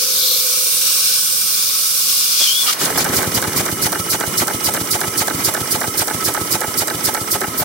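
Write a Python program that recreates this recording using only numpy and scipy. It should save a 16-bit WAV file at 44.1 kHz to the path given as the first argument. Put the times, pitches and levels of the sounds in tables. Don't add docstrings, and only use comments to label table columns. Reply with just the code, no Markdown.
import sys
import numpy as np
from scipy import signal
from scipy.fft import rfft, irfft
from scipy.io import wavfile

SR = 44100
rng = np.random.default_rng(int(sys.argv[2]) if len(sys.argv) > 2 else 0)


def waveform_to_disk(signal):
    frames = np.transpose(np.atleast_2d(signal))
    scaled = np.clip(frames, -1, 1) * 32767
    samples = np.round(scaled).astype(np.int16)
    wavfile.write(sys.argv[1], SR, samples)


N = 336924
TIME, BINS = np.arange(N) / SR, np.fft.rfftfreq(N, 1 / SR)
START_S = 2.797
# time_s, turns_per_s
CRANK_SPEED = [(3.057, 5.208), (3.167, 5.849), (3.552, 4.091), (3.965, 3.522), (4.495, 3.748)]


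def amp(db):
    return 10 ** (np.asarray(db) / 20)


def unit(x):
    return x / np.sqrt(np.mean(x ** 2) + 1e-20)


def curves(rows):
    s, *columns = np.transpose(rows)
    return [np.interp(TIME, s, column) for column in columns]


def ramp(start_s, length_s):
    return np.clip((TIME - start_s) / length_s, 0, 1)


def across(points):
    hz, value = np.transpose(points)
    return np.interp(np.log(BINS + 1), np.log(hz + 1), value)


def band(hz, octaves, at=BINS):
    return np.exp(-.5 * (np.log2((at + 1) / hz) / octaves) ** 2)


def resonance(hz, width_hz):
    return 1 / (1 + ((BINS - hz) / width_hz) ** 2)


def pan(left_db):
    gains = amp(np.array([left_db, -left_db]).reshape(2, -1) / 2)
    return gains / np.sqrt(np.mean(gains ** 2, 0))


def filtered(x, gain):
    return irfft(rfft(x) * gain, N)


def add(mix, start_s, sound):
    part = mix[..., round(start_s * SR):][..., :sound.shape[-1]]
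    part += sound[..., :part.shape[-1]]


def wander(rate_hz):
    return unit(filtered(rng.standard_normal(N), np.exp(-(BINS / rate_hz) ** 2)))


def noise(gain):
    # frequency_hz, coherence
    likeness = [(60, 0.99), (150, 0.95), (300, 1), (650, 0.67), (1400, 0.15), (3000, 0.26), (7000, 0),
                (16000, 0.037)]
    same = np.clip(across(likeness), -1, 1)
    phases = np.exp(2j * np.pi * rng.random((2, len(BINS))))
    left, other = phases * rng.rayleigh(1, (2, len(BINS)))
    right = same * left + np.sqrt(1 - same ** 2) * other
    return unit(irfft(np.array([left, right]) * gain, N))


def peaked_noise(peaks):
    power = sum((amp(db) * resonance(hz, width)) ** 2 / width for hz, width, db in peaks)
    level = np.sqrt(sum(amp(db) ** 2 for _, _, db in peaks))
    return level * noise(np.sqrt(power))


def patchy(x, depth_db, width_hz, lasts_s):
    hz, s, spectrum = signal.stft(x, SR, nperseg=1024)
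    along_hz, along_s = np.fft.fftfreq(len(hz), hz[1])[:, None], np.fft.fftfreq(len(s), s[1])
    smooth = np.exp(-(2 * along_hz * width_hz) ** 2 - (2 * along_s * lasts_s) ** 2)
    speckle = np.fft.fft2(rng.standard_normal(spectrum.shape[1:]))
    patches = unit(np.fft.ifft2(speckle * smooth).real)
    return signal.istft(spectrum * amp(depth_db * patches), SR, nperseg=1024)[1][:, :N]


def standing_steam(split_hz=7000, drone_hold_s=0.38, drone_fall_db_per_s=12.5, choke_db=-11):
    # time_s, hiss_db, rush_db
    leak_levels = [(0.0, -22.5, -22), (0.63, -20, -21.5), (0.98, -19.5, -21), (1.73, -20.5, -22.5),
                   (2.14, -18.5, -20), (2.31, -20.5, -20), (2.43, -21.5, -18.5), (2.64, -21.5, -25)]
    # frequency_hz, level_db
    leak_colour = [(530, -66), (900, -43), (1090, -18.5), (1280, -14.5), (1530, -17), (1920, -24.5),
                   (2730, -6), (3000, -12.5), (3470, -7), (5610, -0.5), (7230, -4.5), (9090, -3),
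                   (10800, -6.5), (15100, -5.5), (16000, -12)]
    # frequency_hz, left_db
    leak_pan = [(60, 0.5), (92, 2.0), (140, 3.0), (210, 22), (330, 8), (500, 4.0), (770, 13), (1170, -0.5),
                (1790, -6), (2740, 2), (4190, 4.5), (6410, 4), (9810, -11), (15000, -4)]
    # pitch_hz, width_hz, level_db
    passages = [(1095, 62, -47), (1291, 21, -44), (1512, 25, -45), (2304, 220, -41), (5900, 200, -34),
                (8500, 190, -39), (9300, 250, -39.5), (15800, 260, -31)]
    hiss_db, rush_db = curves(leak_levels)
    colour = amp(across(leak_colour))
    highs = 1 / (1 + (split_hz / (BINS + 1)) ** 8)
    steam = amp(hiss_db + 2.5) * noise(colour * highs)
    steam += amp(rush_db + 1.5 + 0.8 * wander(4.7)) * noise(colour * (1 - highs))
    steam += peaked_noise(passages) * amp(0.23 * (hiss_db - hiss_db[SR]))
    steam = patchy(steam, depth_db=1.0, width_hz=160, lasts_s=0.21)
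    drone_db = np.maximum(-37.5 - drone_fall_db_per_s * np.maximum(TIME - drone_hold_s, 0), -49)
    steam += amp(drone_db) * noise(resonance(514, 37) + 0.26 * resonance(417, 47))
    steam *= amp(0.5 * wander(40) + choke_db * ramp(start_s=2.7, length_s=0.065))
    steam *= 1 - ramp(START_S, 0.044)
    return filtered(steam, pan(across(leak_pan)))


def edge_tone(hz, width_hz):
    carrier = np.exp(2j * np.pi * np.cumsum(hz) / SR)
    spread = np.exp(-(np.fft.fftfreq(len(hz), 1 / SR) / width_hz) ** 2)
    white = rng.standard_normal((2, N, 2))[:, :len(hz)] @ [1, 1j]
    common, right_only = (carrier * np.fft.ifft(spread * np.fft.fft(white))).real
    return unit(np.array([common, common + right_only]))


def edge_tones():
    # start_s, length_s, first_hz, last_hz, width_hz, level_db, left_db
    glides = [(0, .55, 12100, 13700, 1200, -22.5, 2), (.08, .38, 4090, 3990, 720, -20, 9),
              (0.477, .45, 9150, 9080, 260, -26.5, -20), (0.799, .6, 8560, 8480, 260, -31, -20),
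              (1.502, .6, 9350, 9450, 220, -34, -20), (2.03, .3, 8800, 8780, 260, -45, -20)]
    out = np.zeros((2, N))
    for start_s, length_s, first_hz, last_hz, width_hz, db, left_db in glides:
        progress = np.linspace(0, 1, round(length_s * SR))
        tone = edge_tone(first_hz + (last_hz - first_hz) * progress, width_hz)
        add(out, start_s, amp(db) * np.sin(np.pi * progress) * tone * pan(left_db))
    return out


def street(level_db=-46):
    # frequency_hz, level_db
    hum_colour = [(15, -64), (25, -52), (70, -10.5), (145, -6), (167, -3.5), (319, -12), (507, -7.5),
                  (734, -14.5), (1000, -14), (1300, -37), (2200, -120)]
    return amp(level_db) * noise(amp(across(hum_colour)))


def valve_whistle(level_db=-20.5, rise_s=0.021, fade_s=0.052, waver_hz=45, breath_db=-6):
    # time_s, pitch_hz
    bends = [(2.39, 3344), (2.462, 3294), (2.482, 3081), (2.602, 3466), (2.67, 3272)]
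    envelope = ramp(bends[0][0], rise_s) * (1 - ramp(bends[-1][0] - fade_s, fade_s))
    hz = curves(bends)[0] + waver_hz * wander(250)
    tone = unit(np.sin(2 * np.pi * np.cumsum(hz) / SR) * amp(wander(90)))
    breath = amp(breath_db) * edge_tone(hz, width_hz=410)
    return amp(level_db) * envelope * (tone + breath) * pan(left_db=9)


def puff(u):
    return 1 / (1 + (u * u) ** 2 * (1 + u * u * (1 + (u < 0))))


def spurts():
    # peak_s, half_length_s, level_db, centre_hz, spread_octaves
    spits = [(2.414, 0.012, -30.5, 520, 1.1), (2.435, 0.049, -22, 5000, 1), (2.665, 0.017, -30.5, 600, 1.8),
             (2.694, 0.019, -18, 1280, 0.068), (2.689, 0.026, -21, 2910, 0.14),
             (2.691, 0.03, -18.5, 3600, 0.78), (2.731, 0.0056, -15.5, 3820, 1.2),
             (2.778, 0.17, -29, 1015, 1.46), (2.836, 0.043, -19, 5200, 1.3), (2.964, 0.007, -22, 4040, 1.3),
             (3.017, 0.017, -18.5, 4600, 0.94), (3.149, .026, -19, 8000, 1.4), (7.33, .018, -21, 13500, .1),
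             (7.597, .018, -18, 13700, .1)]
    return sum(amp(db) * puff((TIME - peak_s) / half_s) * noise(band(hz, octaves))
               for peak_s, half_s, db, hz, octaves in spits)


def crank_angle(dead_centre_s=5.6167):
    turns = np.cumsum(curves(CRANK_SPEED)[0]) / SR
    return turns - np.interp(dead_centre_s, TIME, turns)


def passes(crank, angle):
    times = TIME[1:][np.diff(np.floor(crank - angle)) > 0]
    return times[times > START_S]


def running_steam(crank, age_s, seep_db=-26, drift_db_per_s=-0.54):
    # frequency_hz, level_db
    seep_colour = [(1060, -32), (1800, -10), (2120, 7), (2410, -6), (2620, -19), (2920, 1), (4140, -2),
                   (6070, 12), (6900, -5), (8360, 3.5), (9000, 8.5), (11000, 2), (12400, 5.5), (15100, 5.5),
                   (16000, 10)]
    # angle_turns, half_length_turns, level_db, centre_hz, spread_octaves, left_db
    jets = [(.22, 0.012, -26.5, 5300, 0.2, -7), (.25, 0.085, -32.5, 2250, 0.69, -5),
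            (0.388, 0.061, -16, 11200, 1.03, -2.5), (0.404, 0.063, -22, 5070, 0.27, 6),
            (0.495, 0.066, -20, 6230, 1.08, -1), (0.492, 0.074, -25, 1730, 0.76, 2.5),
            (.713, 0.0082, -15, 11000, 0.77, 2), (.742, .011, -19.5, 5800, 0.85, 0.5),
            (0.813, 0.0025, -22, 3920, 0.24, -1), (0.984, 0.05, -24, 5400, 1.5, -1)]
    # centre_hz, width_hz, level_db
    hiss_peaks = [(5000, 120, -51), (6330, 180, -46), (7540, 320, -39), (8420, 96, -38), (9600, 250, -43.5),
                  (10960, 240, -36.5), (13500, 230, -52)]
    # time_s, gain_db
    feed = [(2.8, 3.5), (3.0, 1.1), (5.7, 1), (7.25, 0), (7.64, -4)]
    steam = amp(seep_db) * noise(amp(across(seep_colour)))
    for angle, half_turns, db, hz, octaves, left_db in jets:
        offset = (crank - angle + .5) % 1 - .5
        steam += amp(db) * puff(offset / half_turns) * noise(band(hz, octaves)) * pan(left_db)
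    steam = steam * amp(wander(68)) + peaked_noise(hiss_peaks)
    return steam * amp(curves(feed)[0]) * pan(-0.6 + drift_db_per_s * age_s)


def singing_pipe(crank, level_db=-33.5, stroke_db=2, turn_db=1.6, loudest_turns=0.27):
    # pitch_hz, width_hz, level_db
    pipe_modes = [(371, 100, -4), (1305, 29, 0.5), (2091, 33, -10.5), (2928, 18, -9.5)]
    song = 0
    for hz, width_hz, db in pipe_modes:
        tone = signal.hilbert(noise(resonance(hz, width_hz)))
        song += amp(db) * unit(tone.real / (abs(tone) + 0.14) ** 0.068)
    phase = 2 * np.pi * (crank - loudest_turns)
    return amp(level_db + stroke_db * np.cos(4 * phase) + turn_db * np.cos(phase)) * song


def rumble(speed, level_db=-28.5, lumpy_db=2.5):
    # frequency_hz, level_db
    slide_colour = [(30, -59), (70, -15), (120, -5), (220, -3), (300, -0.5), (410, -3.5), (560, -6.5),
                    (700, -9), (850, -15.5), (1020, -4.5), (1550, -18), (2150, -9), (2600, -15.5),
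                    (4000, -17.5)]
    return amp(level_db + lumpy_db * wander(25)) * speed ** 1.86 * noise(amp(across(slide_colour)))


def bedplate_boom(age_s, level_db=-36, calms_s=1.8):
    return amp(level_db) * np.exp(-(age_s / calms_s) ** 2) * noise(resonance(hz=174, width_hz=38))


def ring(modes, alternate):
    t = TIME[:SR // 8]
    return sum((-1) ** (k * alternate) * amp(db - 60 * t / t60_s) * np.sin(2 * np.pi * hz * t)
               for k, (hz, db, t60_s) in enumerate(modes))


def strike(blows, chatter_s, hz, octaves, chatter, size=4096):
    # pitch_hz, level_db, t60_s
    frame_modes = [(307, -2.5, 0.039), (383, -3.5, 0.063), (464, -2, 0.022), (635, -3.5, 0.031),
                   (787, -0.5, 0.017), (854, -2.5, 0.043), (1280, 0.5, 0.015), (1542, 1, 0.025),
                   (1760, 1.5, 0.011), (2014, -9, 0.033), (2240, -4.5, 0.016), (2880, -11.5, 0.04),
                   (3850, -12.5, 0.012)]
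    body = rfft(ring(frame_modes, alternate=True), size) * band(hz, octaves, np.fft.rfftfreq(size, 1 / SR))
    shared_grit = rng.standard_normal(size)
    fade = np.minimum(np.linspace(2, 0, size), 1)
    out = np.zeros((2, N))
    for start_s, db in blows:
        grit = shared_grit + rng.standard_normal(size) + rng.standard_normal((2, size))
        force = chatter * grit * np.exp(-TIME[:size] / chatter_s)
        force[:, 0] += 1
        clank = unit(irfft(rfft(force) * body) * fade)
        add(out, start_s, amp(db) * clank * np.sqrt(.006 * SR / size))
    return out


def rod_clatter():
    # start_s, level_db
    clanks = [(2.812, -18.5), (2.884, -27), (2.900, -17), (2.956, -19), (2.975, -14), (2.990, -20),
              (3.060, -15), (3.132, -16.5)]
    return strike(clanks, chatter_s=0.0072, hz=814, octaves=2.1, chatter=0.081)


def bearing_knocks(crank, vary_db=0.75):
    # angle_turns, level_db, chatter_s, centre_hz, spread_octaves
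    bearings = [(0.214, -29.5, 0.004, 890, 0.6), (0.404, -27, 0.0032, 333, 0.69),
                (.503, -21.5, 0.00069, 734, 0.63), (.524, -22, 0.009, 730, 0.73),
                (0.714, -28, 0.0035, 710, 0.72), (0.736, -20, 0.0066, 720, 0.83),
                (.742, -21, 0.0067, 1630, .45), (.812, -24.5, 0.0042, 1290, 1.3),
                (.838, -19.5, 0.007, 800, 1.9), (.972, -33, 0.0014, 700, 0.66)]
    out = np.zeros((2, N))
    for angle, db, chatter_s, hz, octaves in bearings:
        blows = [(s, db + vary_db * rng.normal()) for s in passes(crank, angle)]
        out += strike(blows, chatter_s, hz, octaves, chatter=0.083)
    return out


def rod_rattle(count=260, level_db=-37.5, racing_db=15.5, settles_s=0.68, vary_db=3):
    age_s = rng.uniform(0, N / SR - START_S, count)
    db = level_db + racing_db * np.exp(-(age_s / settles_s) ** 2) + vary_db * rng.standard_normal(count)
    return strike(zip(START_S + age_s, db), chatter_s=0.0018, hz=1300, octaves=4.3, chatter=0.088)


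def exhaust(crank, speed, age_s, vary_db=1.0, ease_db_per_s=0.8):
    # angle_turns, level_db
    strokes = [(0.343, -30), (0.402, -27), (.48, -20.5), (.988, -19)]
    # pitch_hz, level_db, t60_s
    exhaust_modes = [(116, -6, 0.094), (167, 0, 0.04), (300, 2, 0.021)]
    out, thump = np.zeros(N), -ring(exhaust_modes, alternate=False)
    for angle, db in strokes:
        for s in passes(crank, angle):
            add(out, s, thump * amp(db + vary_db * rng.normal()))
    low_cut = signal.butter(3, 80, "high", fs=SR, output="sos")
    filled = ramp(start_s=2.93, length_s=0.23)
    return signal.sosfilt(low_cut, out) * filled * speed ** 1.23 * amp(1.7 - ease_db_per_s * age_s)


def running_engine(load_db=2.16, slack_db=-7, load_takes_s=0.38):
    # frequency_hz, left_db
    engine_pan = [(60, 2), (92, 0.5), (140, 7.5), (210, -5), (330, 2.5), (500, 3), (770, -2.5), (1170, -5),
                  (1790, -7.5), (2740, 4), (4190, 2.5), (6410, 3), (9810, -10.5), (15000, -5)]
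    crank, age_s = crank_angle(), np.maximum(TIME - START_S, 0)
    speed = curves(CRANK_SPEED)[0] / CRANK_SPEED[-1][1]
    load = amp(load_db + slack_db * np.exp(-age_s / load_takes_s))
    parts = running_steam(crank, age_s) + singing_pipe(crank) + rumble(speed) + rod_clatter()
    parts += load * (bedplate_boom(age_s) + bearing_knocks(crank) + rod_rattle())
    parts += load * exhaust(crank, speed, age_s)
    gate = np.interp(TIME, [START_S - .015, START_S + .035, TIME[-300], TIME[-1]], [0, 1, 1, 0])
    return filtered(parts * gate, pan(across(engine_pan)))


def nearby_metal(x, count=8, wet=.55, first_s=.00097, reach_s=.005, sway_s=.00005):
    bright, out = filtered(x, BINS / (BINS + 1500)), x.copy()
    sways = wander(1.0), wander(0.77)
    for side in range(2):
        for distance, lean, polarity in rng.random((count, 3)):
            sway = np.cos(2 * np.pi * lean) * sways[0] + np.sin(2 * np.pi * lean) * sways[1]
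            delay_s = first_s + reach_s * distance + sway_s * sway
            echo = np.interp(TIME - delay_s, TIME, bright[side], left=0)
            out[side] += np.sign(polarity - .5) * wet / np.sqrt(count) * echo
    return out


def scene():
    engine = standing_steam() + edge_tones() + valve_whistle() + spurts() + running_engine()
    return nearby_metal(engine) + street()


def record(dry, top_hz=15900):
    coloured = filtered(dry, 1 - 0.68 * resonance(hz=2654, width_hz=83))
    high_cut = signal.firwin(511, top_hz, window=("kaiser", 9), fs=SR)
    return signal.oaconvolve(coloured, high_cut[None], "same")


dry = scene()
out = record(dry)
waveform_to_disk(out)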